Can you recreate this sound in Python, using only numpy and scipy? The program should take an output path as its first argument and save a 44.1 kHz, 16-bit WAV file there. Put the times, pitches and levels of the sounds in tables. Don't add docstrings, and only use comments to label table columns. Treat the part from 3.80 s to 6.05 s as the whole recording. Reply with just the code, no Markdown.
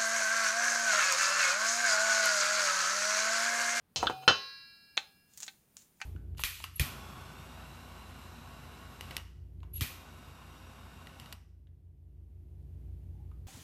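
import sys
import numpy as np
from scipy import signal
from scipy.fft import rfft, irfft
from scipy.io import wavfile

SR = 44100
rng = np.random.default_rng(int(sys.argv[2]) if len(sys.argv) > 2 else 0)


def transcribe(u):
    v = np.clip(np.atleast_2d(u).T, -1, 1)
    q = np.round(v * 32767).astype(np.int16)
    wavfile.write(sys.argv[1], SR, q)


N = 99225
TIME = np.arange(N) / SR
CUTOFF_HZ = 16200

# frequency in Hz, level in dB, time to fall 60 dB in s (before any later damping).
BOWL_MODES = [ (402, -51, .36), (503, -41, .15), (912, -51.5, 0.24), (1082, -56, 0.6), (1220, -52.5, .16),
              (1327, -46.5, 0.16), (1380, -78.5, 1.6), (1428.6, -37, 0.09), (1517, -54.5, .15),
              (1653, -70.5, 2.4), (1738, -43.5, .15), (1970, -65.5, 1), (2347, -69.5, 2.96),
              (2468, -48, 0.44), (2671, -33, .23), (2760, -63, 2.3), (2947, -44, .3), (3058, -29, .17),
              (3155, -72.5, 1.1), (3542, -44, .25), (3950, -52.5, 1.2), (4127, -30, 0.11), (4300, -56, 1.6),
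              (4577, -62.5, 1.6), (4759, -38, .2), (4824, -52, 1.2), (5090, -56.5, 2.4), (5304, -51, .6),
              (5354, -34, 0.097), (5900, -58, .5), (6080, -66, .8), (6450, -38, .22)]


def amp(db):
    return 10 ** (np.asarray(db) / 20)


def unit(x):
    return x / np.sqrt(np.mean(x ** 2) + 1e-20)


def decay(t60):
    return np.exp(-np.log(1000) * TIME / t60)


def over_hz(points, hz):
    point_hz, value = np.transpose(points)
    return np.interp(np.log(hz + 1), np.log(point_hz + 1), value)


def add(mix, start_s, sound):
    part = mix[round(start_s * SR):]
    part += sound[:len(part)]


def coloured(x, points, size=4096):
    hz = abs(np.fft.fftfreq(size, 1 / SR))
    log_gain = np.log(amp(over_hz(points, hz)))
    response = np.exp(np.conj(signal.hilbert(log_gain)))
    taps = np.fft.ifft(response).real
    return signal.oaconvolve(x, taps[:size // 2])[:N]


def band_curve(bands_hz, colour, sub_db=-20, top_db=-12):
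    bottom = (20, colour[0] + sub_db)
    top = (CUTOFF_HZ, colour[-1] + top_db)
    return [bottom, *zip(bands_hz, colour), top]


def at_level(x, points):
    s, db = np.transpose(points)
    inside = (TIME >= s[0]) * (TIME <= s[-1])
    return unit(x) * amp(np.interp(TIME, s, db)) * inside


def ring(modes):
    return sum(amp(db) * decay(t60) * np.sin(2 * np.pi * hz * TIME) for hz, db, t60 in modes)


def even_noise(size=256):
    x = rng.standard_normal(N)
    for _ in range(2):
        spectrum = signal.stft(x, nperseg=size)[2]
        x = signal.istft(np.exp(1j * np.angle(spectrum)), nperseg=size)[1][:N]
    return x


def contact(click_db, t60, half_s=1e-5):
    clatter = even_noise() * decay(t60)
    push = np.exp(-(TIME / half_s - 2) ** 2)
    return clatter / np.linalg.norm(clatter) + amp(click_db) * push / push.sum()


def grains(per_s, spread_db):
    spread = np.minimum(rng.exponential(1, N), 4)
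    sizes = amp(spread_db * spread) * rng.choice([-1, 1], N)
    return sizes * (rng.random(N) < per_s / SR)


def background():
    # frequency in Hz, relative level in dB per Hz.
    rumble_colour = [(20, -9), (50, 0.5), (110, 0.5), (190, 4), (300, -5), (600, -11.5), (1500, -16.5),
                     (4000, -24.5), (16000, -41.5)]
    hiss_colour = [(20, -17.5), (4000, -5.5), (7500, -6.5), (9800, 4), (11500, -7), (14000, 6), (16000, -5)]
    # time in seconds, level in dB.
    hiss_level = [(0, -87), (.14, -78), (.18, -67), (.55, -65.5), (.75, -72.5), (1.12, -73.5), (1.2, -69),
                  (1.45, -74.5), (1.65, -64), (1.85, -75), (2.02, -69), (2.25, -77)]
    rumble_db = -72.5
    rumble, hiss = rng.standard_normal((2, N))
    hiss_gain = amp(np.interp(TIME, *np.transpose(hiss_level)))
    rumble = amp(rumble_db) * unit(coloured(rumble, rumble_colour))
    return rumble + hiss_gain * unit(coloured(hiss, hiss_colour))


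def wavering(size=2048):
    waver_db, waver_hz = 1.7, 20
    hz = np.fft.rfftfreq(size, N / SR / size)
    spectrum = rfft(rng.standard_normal(size)) / (1 + (hz / waver_hz) ** 2)
    drift = unit(irfft(spectrum))
    return amp(waver_db * np.interp(np.arange(N) / N, np.arange(size) / size, drift))


def shimmer(count=90):
    # frequency in Hz, level of each mode in dB.
    shimmer_level = [(700, -74), (1500, -81), (2100, -70), (3300, -75.5), (4500, -64.5), (5300, -64.5),
                     (6200, -67), (7000, -76)]
    # frequency in Hz, time to fall 60 dB in s.
    shimmer_t60 = [(700, 0.17), (1600, 0.86), (3300, .8), (4500, 0.42), (5300, 0.82), (7000, 0.41)]
    edges = np.linspace(shimmer_level[0][0], shimmer_level[-1][0], count + 1)
    hz = edges[:-1] + rng.random(count) * np.diff(edges)
    modes = zip(hz, over_hz(shimmer_level, hz), over_hz(shimmer_t60, hz))
    signs = rng.choice([-1, 1], count)
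    return sum(sign * ring([mode]) for sign, mode in zip(signs, modes))


def bowl():
    bands_hz = [90, 380, 850, 1500, 2100, 3400, 6300, 9500]
    # start in seconds, contact click in dB, ringing in dB,
    # clatter time to fall 60 dB in s, colour in dB at the bands above.
    blows = [ (0.16, -20.5, -8, .19, (6.5, -5, 2.5, -11.5, -4, 4, 4.5, -17.5)),
             (0.2293, -2, -18, 0.089, (-2.5, 9.5, 19.5, 2.5, -9.5, -8.5, -14.5, -20.5)),
             (.2697, -9.5, -20.5, .045, (-2, 3, -3.5, 21.5, -11.5, 16.5, -21.5, -27)),
             (0.2982, -10, -9.5, 0.088, (2.5, 5, 7.5, 1, -10, -11, -18.5, -27)),
             (0.4783, -7, 0.5, 0.16, (11.5, 11, 16, 23.5, 9, 14, 5.5, -22.5))]
    twin_hz, twin_share = 2, 0.072
    wood_contact_s = .00006
    damped_s, damped_fade_s = 1.41, 0.48

    modes = shimmer()
    for hz, db, t60 in BOWL_MODES:
        twin = twin_share * ring([(hz + twin_hz, db, t60)])
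        modes += wavering() * (ring([(hz, db, t60)]) - twin)

    out = np.zeros(N)
    for start_s, click_db, ring_db, t60, colour in blows:
        blow = contact(click_db, t60, wood_contact_s) + amp(ring_db) * modes
        add(out, start_s, coloured(blow, band_curve(bands_hz, colour)))
    return out * np.exp(-np.maximum(TIME - damped_s, 0) / damped_fade_s)


def food_and_spoon():
    # time in seconds, level in dB.
    thud_level = [(.16, -72), (.19, -50.5), (.225, -48), (.26, -49), (.3, -51.5), (.35, -73.5)]
    scrape_level = [(.17, -81.5), (.205, -40.5), (.225, -42.5), (.26, -44), (.3, -47), (.34, -56.5),
                    (.38, -64.5), (.41, -65.5), (.437, -50), (0.462, -63.5), (.48, -84.5)]
    # frequency in Hz, gain in dB.
    thud_colour = [(20, -15.5), (45, -10), (75, 2.5), (120, -7), (200, -16.5), (500, -39), (2000, -70)]
    scrape_colour = [(100, -10.5), (600, 6.5), (1400, 4), (2000, -8.5), (2600, 0.5), (3600, -1.5),
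                     (5400, -15.5), (6250, -0.5), (7500, -2), (10000, -19), (16000, -20.5)]
    wall_db, wall_t60 = 3.5, .12

    thud = at_level(coloured(even_noise(size=2048), thud_colour), thud_level)
    slips = grains(per_s=3000, spread_db=-3)
    wall = ring([(hz, db, wall_t60) for hz, db, _ in BOWL_MODES])
    scrape = slips + amp(wall_db) * signal.fftconvolve(slips, wall)[:N]
    return thud + at_level(coloured(scrape, scrape_colour), scrape_level)


def bowl_base():
    # frequency in Hz, level in dB, time to fall 60 dB in s (before seating).
    hum_modes = [(135, -54.5, 1.6), (757, -39.5, .75), (2467, -54, .9)]
    # start in seconds, level in dB.
    rocks = [(0.2597, -7.5), (0.482, -4.5), (0.4962, -2.5), (0.5074, 0.5), (0.518, -5)]
    # frequency in Hz, gain in dB.
    rock_colour = [(30, -12), (80, 4), (250, 4), (600, 11.5), (1400, -0.5), (2200, -12), (6000, -20),
                   (16000, -44)]
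    tipped_s, seated_s, seat_fade_s = .298, .5, .03

    out = np.zeros(N)
    add(out, tipped_s, ring(hum_modes))
    out *= np.exp(-np.maximum(TIME - seated_s, 0) / seat_fade_s)
    for start_s, db in rocks:
        bump = contact(click_db=-3.0, t60=.035)
        add(out, start_s, amp(db) * coloured(bump, rock_colour))
    return out


def container():
    bands_hz = [150, 1000, 2200, 2900, 3600, 4250, 4900, 6500, 11000]
    # start in seconds,
    # click in dB, clatter time to fall 60 dB in s, colour in dB at the bands above.
    knocks_and_lead_ins = [ (1.171, -11, 0.12, (-16.5, -14, -8.5, -11, -1, -2, -11, -5.5, -33)),
                           (1.1766, 5.5, 0.039, (-21, -5.5, 4, 1, 9, 7.5, -24.5, -14, -40)),
                           (1.6799, -12.5, 0.059, (-32, -24, -7, -15, -4.5, -4.5, -19, -16.5, -33.5)),
                           (2.2025, -19, .12, (-48, -27, -16, -39, -42, -30, -23, -35, -33)),
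                           (2.2154, -4.5, 0.053, (-39, -12.5, -1.5, -2.5, -16, -6, -14, -14, -33.5))]
    # frequency in Hz, level in dB, time to fall 60 dB in s.
    container_modes = [(793, -34, 0.14), (876, -33, .07), (1541, -36.5, 0.078), (1864, -42, 0.073),
                       (2385, -36, .05), (2605, -39, 0.078), (3130, -48, .04)]

    out = np.zeros(N)
    modes = ring(container_modes)
    for start_s, click_db, t60, colour in knocks_and_lead_ins:
        sound = contact(click_db, t60) + modes
        add(out, start_s, coloured(sound, band_curve(bands_hz, colour)))
    return out


def plastic():
    # start in seconds, level in dB, sharp click in dB, treble tilt in dB.
    snaps = [(1.5356, -25.5, -14, 3), (1.5754, -18.5, -0.5, 15), (1.5789, -15, -3, 0),
             (1.6034, -12.5, -3, 7), (1.6096, -19, -8, 0), (1.624, -9, -19, -18), (1.6311, -6.5, -1, -13),
             (1.6348, -9.5, -21, -17), (1.6653, -13, -15, -12), (1.9688, -18.5, 5.5, 0),
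             (1.9922, -32.5, -3, 6), (2.0205, -29, -5, -5)]
    tilt_hz = [6900, 15200]
    # frequency in Hz, gain in dB.
    snap_colour = [(100, -49), (700, -18), (2000, -14.5), (3500, -10.5), (5000, -9.5), (7000, 0),
                   (9000, -11.5), (12000, -20), (16000, -19)]
    # time in seconds, level in dB.
    rustle_level = [(1.49, -78), (1.55, -69), (1.6, -62), (1.633, -52), (1.69, -67), (1.75, -81),
                    (1.84, -82), (1.96, -89.5), (1.975, -58.5), (2.03, -65.5), (2.12, -87), (2.25, -66)]

    crackle = np.zeros(N)
    for start_s, db, click_db, tilt_db in snaps:
        tilt = [(tilt_hz[0], db), (tilt_hz[1], db + tilt_db)]
        add(crackle, start_s, coloured(contact(click_db, t60=0.066), tilt))
    creases = coloured(grains(per_s=27000, spread_db=4), snap_colour)
    return coloured(crackle, snap_colour) + at_level(creases, rustle_level)


def kitchen(x, size=256):
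    # frequency in Hz, time to fall 60 dB in s.
    room_t60 = [(100, .3), (500, 0.43), (2000, 0.25), (6000, .32), (15000, 0.32)]
    room_db, room_rise_s = -16.5, 0.0066
    hz, t, spectrum = signal.stft(even_noise(), SR, nperseg=size)
    fade = np.exp(-np.log(1000) * t / over_hz(room_t60, hz)[:, None])
    tail = signal.istft(spectrum * fade, SR, nperseg=size)[1][:N]
    tail *= np.minimum(TIME / room_rise_s, 1) ** 2
    return amp(room_db) * signal.fftconvolve(x, tail / np.linalg.norm(tail))[:N]


def scene():
    near = bowl() + food_and_spoon() + bowl_base() + container() + plastic()
    return (near + kitchen(near) + background())[None]


def record(dry, ceiling=0.72):
    low_pass = signal.firwin(511, CUTOFF_HZ, window=("kaiser", 9), fs=SR)
    overloaded = ceiling * np.tanh(dry / ceiling)
    return signal.oaconvolve(overloaded, low_pass[None], "same")


dry = scene()
out = record(dry)
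transcribe(out)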